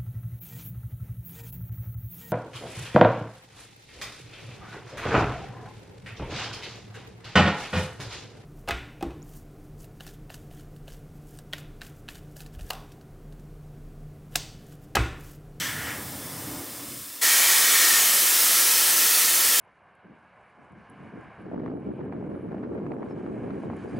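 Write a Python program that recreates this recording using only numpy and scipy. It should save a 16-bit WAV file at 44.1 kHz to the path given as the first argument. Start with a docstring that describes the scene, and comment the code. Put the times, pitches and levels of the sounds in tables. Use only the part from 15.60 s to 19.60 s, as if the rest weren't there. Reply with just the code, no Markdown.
"""A last puff of air dies away at the bleed screw of a scuba tank's gauge, close to the microphone.
Under it, in a tiled room, lie a thin leak and a low rumble while a hand moves to the knob.
The valve cracks open: a loud jet of compressed air surges through the metal fitting and rings its
resonances, then settles to a steady, bright hiss."""
import sys
import numpy as np
from scipy import signal
from scipy.fft import rfft, irfft, next_fast_len
from scipy.io import wavfile
from scipy.ndimage import uniform_filter1d, map_coordinates

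SR = 44100
rng = np.random.default_rng(int(sys.argv[2]) if len(sys.argv) > 2 else 0)


def bounce(signal):
    """Save signal as a 16-bit WAV file at the path given by the first command-line argument."""
    frames = np.transpose(np.atleast_2d(signal))
    limited = np.clip(frames, -1, 1)
    pcm = np.round(limited * 32767).astype(np.int16)
    wavfile.write(sys.argv[1], SR, pcm)


N = 176400

# Broad hiss of the jet as it surges (frequency [Hz], relative level [dB])
SURGE_SPECTRUM = [(30, -48), (60, -30), (120, -20.5), (200, -18.5), (340, -12), (700, -7.5), (1150, -4),
                  (1900, 0.5), (2650, -3), (3500, 0.3), (6500, -0.5), (8500, 0), (12000, -0.2),
                  (15500, -0.5)]
# Broad hiss of the jet in steady flow (frequency [Hz], relative level [dB])
STEADY_SPECTRUM = [(30, -52), (60, -31), (120, -18.5), (200, -15), (340, -10.5), (750, -8), (1150, -4.5),
                   (1900, -2.1), (2650, -2.5), (3800, -1.2), (6000, 1.05), (8500, 0.4), (12000, 0.9),
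                   (15500, -0.35)]
# Resonances of the metal fitting (frequency [Hz], width [Hz], surge lift [dB], steady lift [dB])
FITTING_RESONANCES = [(350, 38, 4.5, 3.5), (1127, 57, 6.5, 1.5), (1365, 74, 6.5, 6), (1850, 120, 9, 6.5),
                      (2285, 83, 5.5, -2), (3220, 170, 2.5, 1.5), (4430, 96, 2.5, 3), (5160, 100, 3, 1),
                      (5840, 180, 5, 1), (6460, 130, 5.5, 3), (6900, 340, 4, 0), (7900, 180, 2, -0.5),
                      (9470, 350, 2, 1.5), (10600, 150, 3, 3), (14400, 700, 0, 2)]
def jet():
    """The open valve, close up: air surges through the fitting, nearly whistles, then flows steadily."""
    open_s, attack_s = 1.612, 0.0082
    settle_s, settle_width_s = 2.437, 0.03
    surge_db, climb_db_per_s, steady_db, whistle_db = -17.5, 0.3, -18.5, -32
    t = np.arange(N) / SR
    since_open = np.maximum(t - open_s, 0)
    opening = 1 - np.exp(-since_open / attack_s)
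    settled = .5 + .5 * np.tanh((t - settle_s) / settle_width_s / 2)
    surge_peaks = [(hz, width, db) for hz, width, db, _ in FITTING_RESONANCES]
    steady_peaks = [(hz, width, db) for hz, width, _, db in FITTING_RESONANCES]
    surge = amp(surge_db + climb_db_per_s * since_open) * rush(SURGE_SPECTRUM, surge_peaks)
    steady = amp(steady_db) * rush(STEADY_SPECTRUM, steady_peaks)
    # The fitting's main resonance stands out at the top of the surge.
    whistle_gain = amp(whistle_db) * bell_curve(t, centre=2.288, sigma=0.074)
    whistle = whistle_gain * resonance(centre_hz=1840, half_width_hz=46)
    flutter_db = 0.26 * wobble(7) + 0.27 * wobble(70)
    flow = np.sqrt(1 - settled) * (surge + whistle) + np.sqrt(settled) * steady
    return opening * amp(flutter_db) * flow


# Fade of the puff at the bleed screw (time [s], body level [dB], treble level [dB])
PUFF_LEVELS = [(0, -35.5, -31), (.07, -34, -34), (.17, -38, -44), (.3, -34, -44), (.35, -38, -55),
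               (.41, -46.5, -62), (.6, -50.5, -60), (.85, -51, -70), (1.2, -53, -75), (1.55, -57, -80)]
# Hollow body of the puff (frequency [Hz], relative level [dB])
PUFF_BODY = [(500, -26), (1000, -11.5), (1500, -7.5), (2000, -1.5), (2500, -11), (3400, -14.5), (4200, -27)]
# Treble of the puff (frequency [Hz], relative level [dB])
PUFF_TREBLE = [(1800, -27), (2600, -8), (3200, 2), (3900, -5), (6000, -6.5), (8000, -11.5), (10000, -14),
               (15000, -14)]
# Resonances of the puff (frequency [Hz], width [Hz], lift [dB])
PUFF_RESONANCES = [(1410, 90, 8), (1760, 210, 4.5), (3130, 220, -1), (6000, 230, 3), (7800, 260, 8)]
def bleed_puff():
    """Air escapes at the gauge's bleed screw, near the microphone, and loses its treble first."""
    body_db, treble_db = curves(PUFF_LEVELS)
    flutter_db = .6 * wobble(50.5)
    body = amp(body_db) * rush(PUFF_BODY, PUFF_RESONANCES)
    treble = amp(treble_db) * rush(PUFF_TREBLE, PUFF_RESONANCES)
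    return amp(flutter_db) * (body + treble)


# Broad hiss of the leak (frequency [Hz], relative level [dB])
LEAK_SPECTRUM = [(500, -37), (1000, -6.5), (1700, -12.5), (2600, -8), (4000, -6), (5500, -5), (9000, -3.5),
                 (15500, -3)]
# Resonances of the leak (frequency [Hz], width [Hz], lift [dB])
LEAK_RESONANCES = [(3460, 170, 4), (5150, 410, 4), (6900, 170, 2.5), (8760, 300, 5.5), (11700, 150, 2),
                   (13720, 180, 3), (14820, 320, 4)]
def leak():
    """Air seeps from the fitting in a thin, even hiss at close range."""
    level_db = -38 + .25 * wobble(7.5)
    return amp(level_db) * rush(LEAK_SPECTRUM, LEAK_RESONANCES)


# Swells of the rumble (time [s], bass level [dB], hollow resonance level [dB], midrange level [dB])
RUMBLE_LEVELS = [(0, -43, -51, -46), (.2, -40, -47.5, -44), (.3, -46, -48.5, -43), (.49, -40.5, -52, -46),
                 (.7, -46.5, -49, -44.5), (.83, -39, -48, -45), (.88, -45, -42.5, -45),
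                 (.98, -42, -39.5, -42), (1.03, -51, -40, -45.5), (1.13, -52, -50, -48.5),
                 (1.31, -49, -46.5, -48), (1.42, -54, -56, -52.5), (1.51, -64, -55, -55),
                 (1.7, -72, -61, -53)]
# Bass of the rumble (frequency [Hz], relative level [dB])
RUMBLE_BASS = [(25, -26), (50, -12), (85, -0.5), (140, 1.5), (200, -4.5), (300, -7.5), (600, -40)]
# Midrange of the rumble (frequency [Hz], relative level [dB])
RUMBLE_MIDRANGE = [(120, -20.5), (220, 1.5), (340, -3), (480, 2.5), (620, 0.5), (820, -1.5), (1150, -1.5),
                   (1700, -12.5), (3000, -30)]
def rumble():
    """Beneath the air, a hollow rumble swells as the hand takes the knob and fades before the jet."""
    bass_db, hollow_db, midrange_db = curves(RUMBLE_LEVELS)
    bass = amp(bass_db) * rush(RUMBLE_BASS)
    hollow = amp(hollow_db) * resonance(centre_hz=289, half_width_hz=38)
    midrange = amp(midrange_db) * rush(RUMBLE_MIDRANGE)
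    return bass + hollow + midrange


def tiled_room(x, t60_s=0.28, level_db=-8):
    """Short reflections come back to the microphone from tiles and tank, combing the hiss finely."""
    t = np.arange(SR // 2) / SR
    tail = rng.standard_normal(len(t)) * amp(-60 * t / t60_s)
    return amp(level_db) * signal.fftconvolve(x, tail / np.linalg.norm(tail))[:N]


def turbulence(x, depth_db=1.07):
    """Turbulence shifts the colour of the hiss in small patches of frequency and time."""
    spectrogram = signal.stft(x, nperseg=1024)[2]
    patches = uniform_filter1d(rng.standard_normal(spectrogram.shape), size=3, axis=0)  # about 130 Hz
    patches = uniform_filter1d(patches, size=12, axis=1)  # about 0.14 s
    return signal.istft(spectrogram * amp(depth_db * unit(patches)), nperseg=1024)[1][:N]


def midrange_dip(x, depth=.98):
    """A narrow band of the midrange drops out briefly just before the valve opens."""
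    t = np.arange(N) / SR
    band = filtered(x, lambda hz: bell_curve(hz, centre=850, sigma=91))
    return x - depth * bell_curve(t, centre=1.38, sigma=.1) * band


def rush(spectrum, peaks=()):
    """Turbulent noise of rms 1 with a broad colour, lifted at each resonance."""
    def response(hz):
        knot_hz, knot_db = np.transpose(spectrum)
        colour_db = np.interp(np.log(hz + 1), np.log(knot_hz + 1), knot_db)
        lift_db = sum(db / (1 + (2 * (hz - centre) / width) ** 2) for centre, width, db in peaks)
        return amp(colour_db + lift_db)
    return unit(filtered(rng.standard_normal(N), response))


def resonance(centre_hz, half_width_hz):
    """Noise of rms 1 ringing in one narrow resonance."""
    noise = rng.standard_normal(N)
    return unit(filtered(noise, lambda hz: 1 / (1 + ((hz - centre_hz) / half_width_hz) ** 2)))


def filtered(x, response):
    """x shaped by a gain that depends on frequency."""
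    size = next_fast_len(N + SR // 2)
    hz = np.fft.rfftfreq(size, 1 / SR)
    return irfft(rfft(x, size) * response(hz), size)[..., :N]


def wobble(knots_per_s):
    """A smooth random curve."""
    knots = rng.standard_normal(int(N * knots_per_s / SR) + 4)
    return map_coordinates(knots, [np.arange(N) * knots_per_s / SR])


def curves(rows):
    """One value per sample for each column after the time."""
    times, *columns = np.transpose(rows)
    return [np.interp(np.arange(N) / SR, times, column) for column in columns]


def bell_curve(x, centre, sigma):
    """A Gaussian of height 1."""
    return np.exp(-.5 * ((x - centre) / sigma) ** 2)


def amp(db):
    """Decibels to gain."""
    return 10 ** (np.asarray(db) / 20)


def unit(x):
    """Scaled to rms 1."""
    return x / np.sqrt(np.mean(x ** 2) + 1e-20)


def scene():
    """One microphone close to the valve hears the air, its reflections and the rumble, all centred."""
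    air = turbulence(jet() + leak() + bleed_puff())
    mono = midrange_dip(air + tiled_room(air) + rumble())
    return np.array([mono, mono])


def record(dry):
    """The recorder keeps nothing above its band limit."""
    band_limit_hz = 15790
    return filtered(dry, lambda hz: hz < band_limit_hz)


dry = scene()
out = record(dry)
bounce(out)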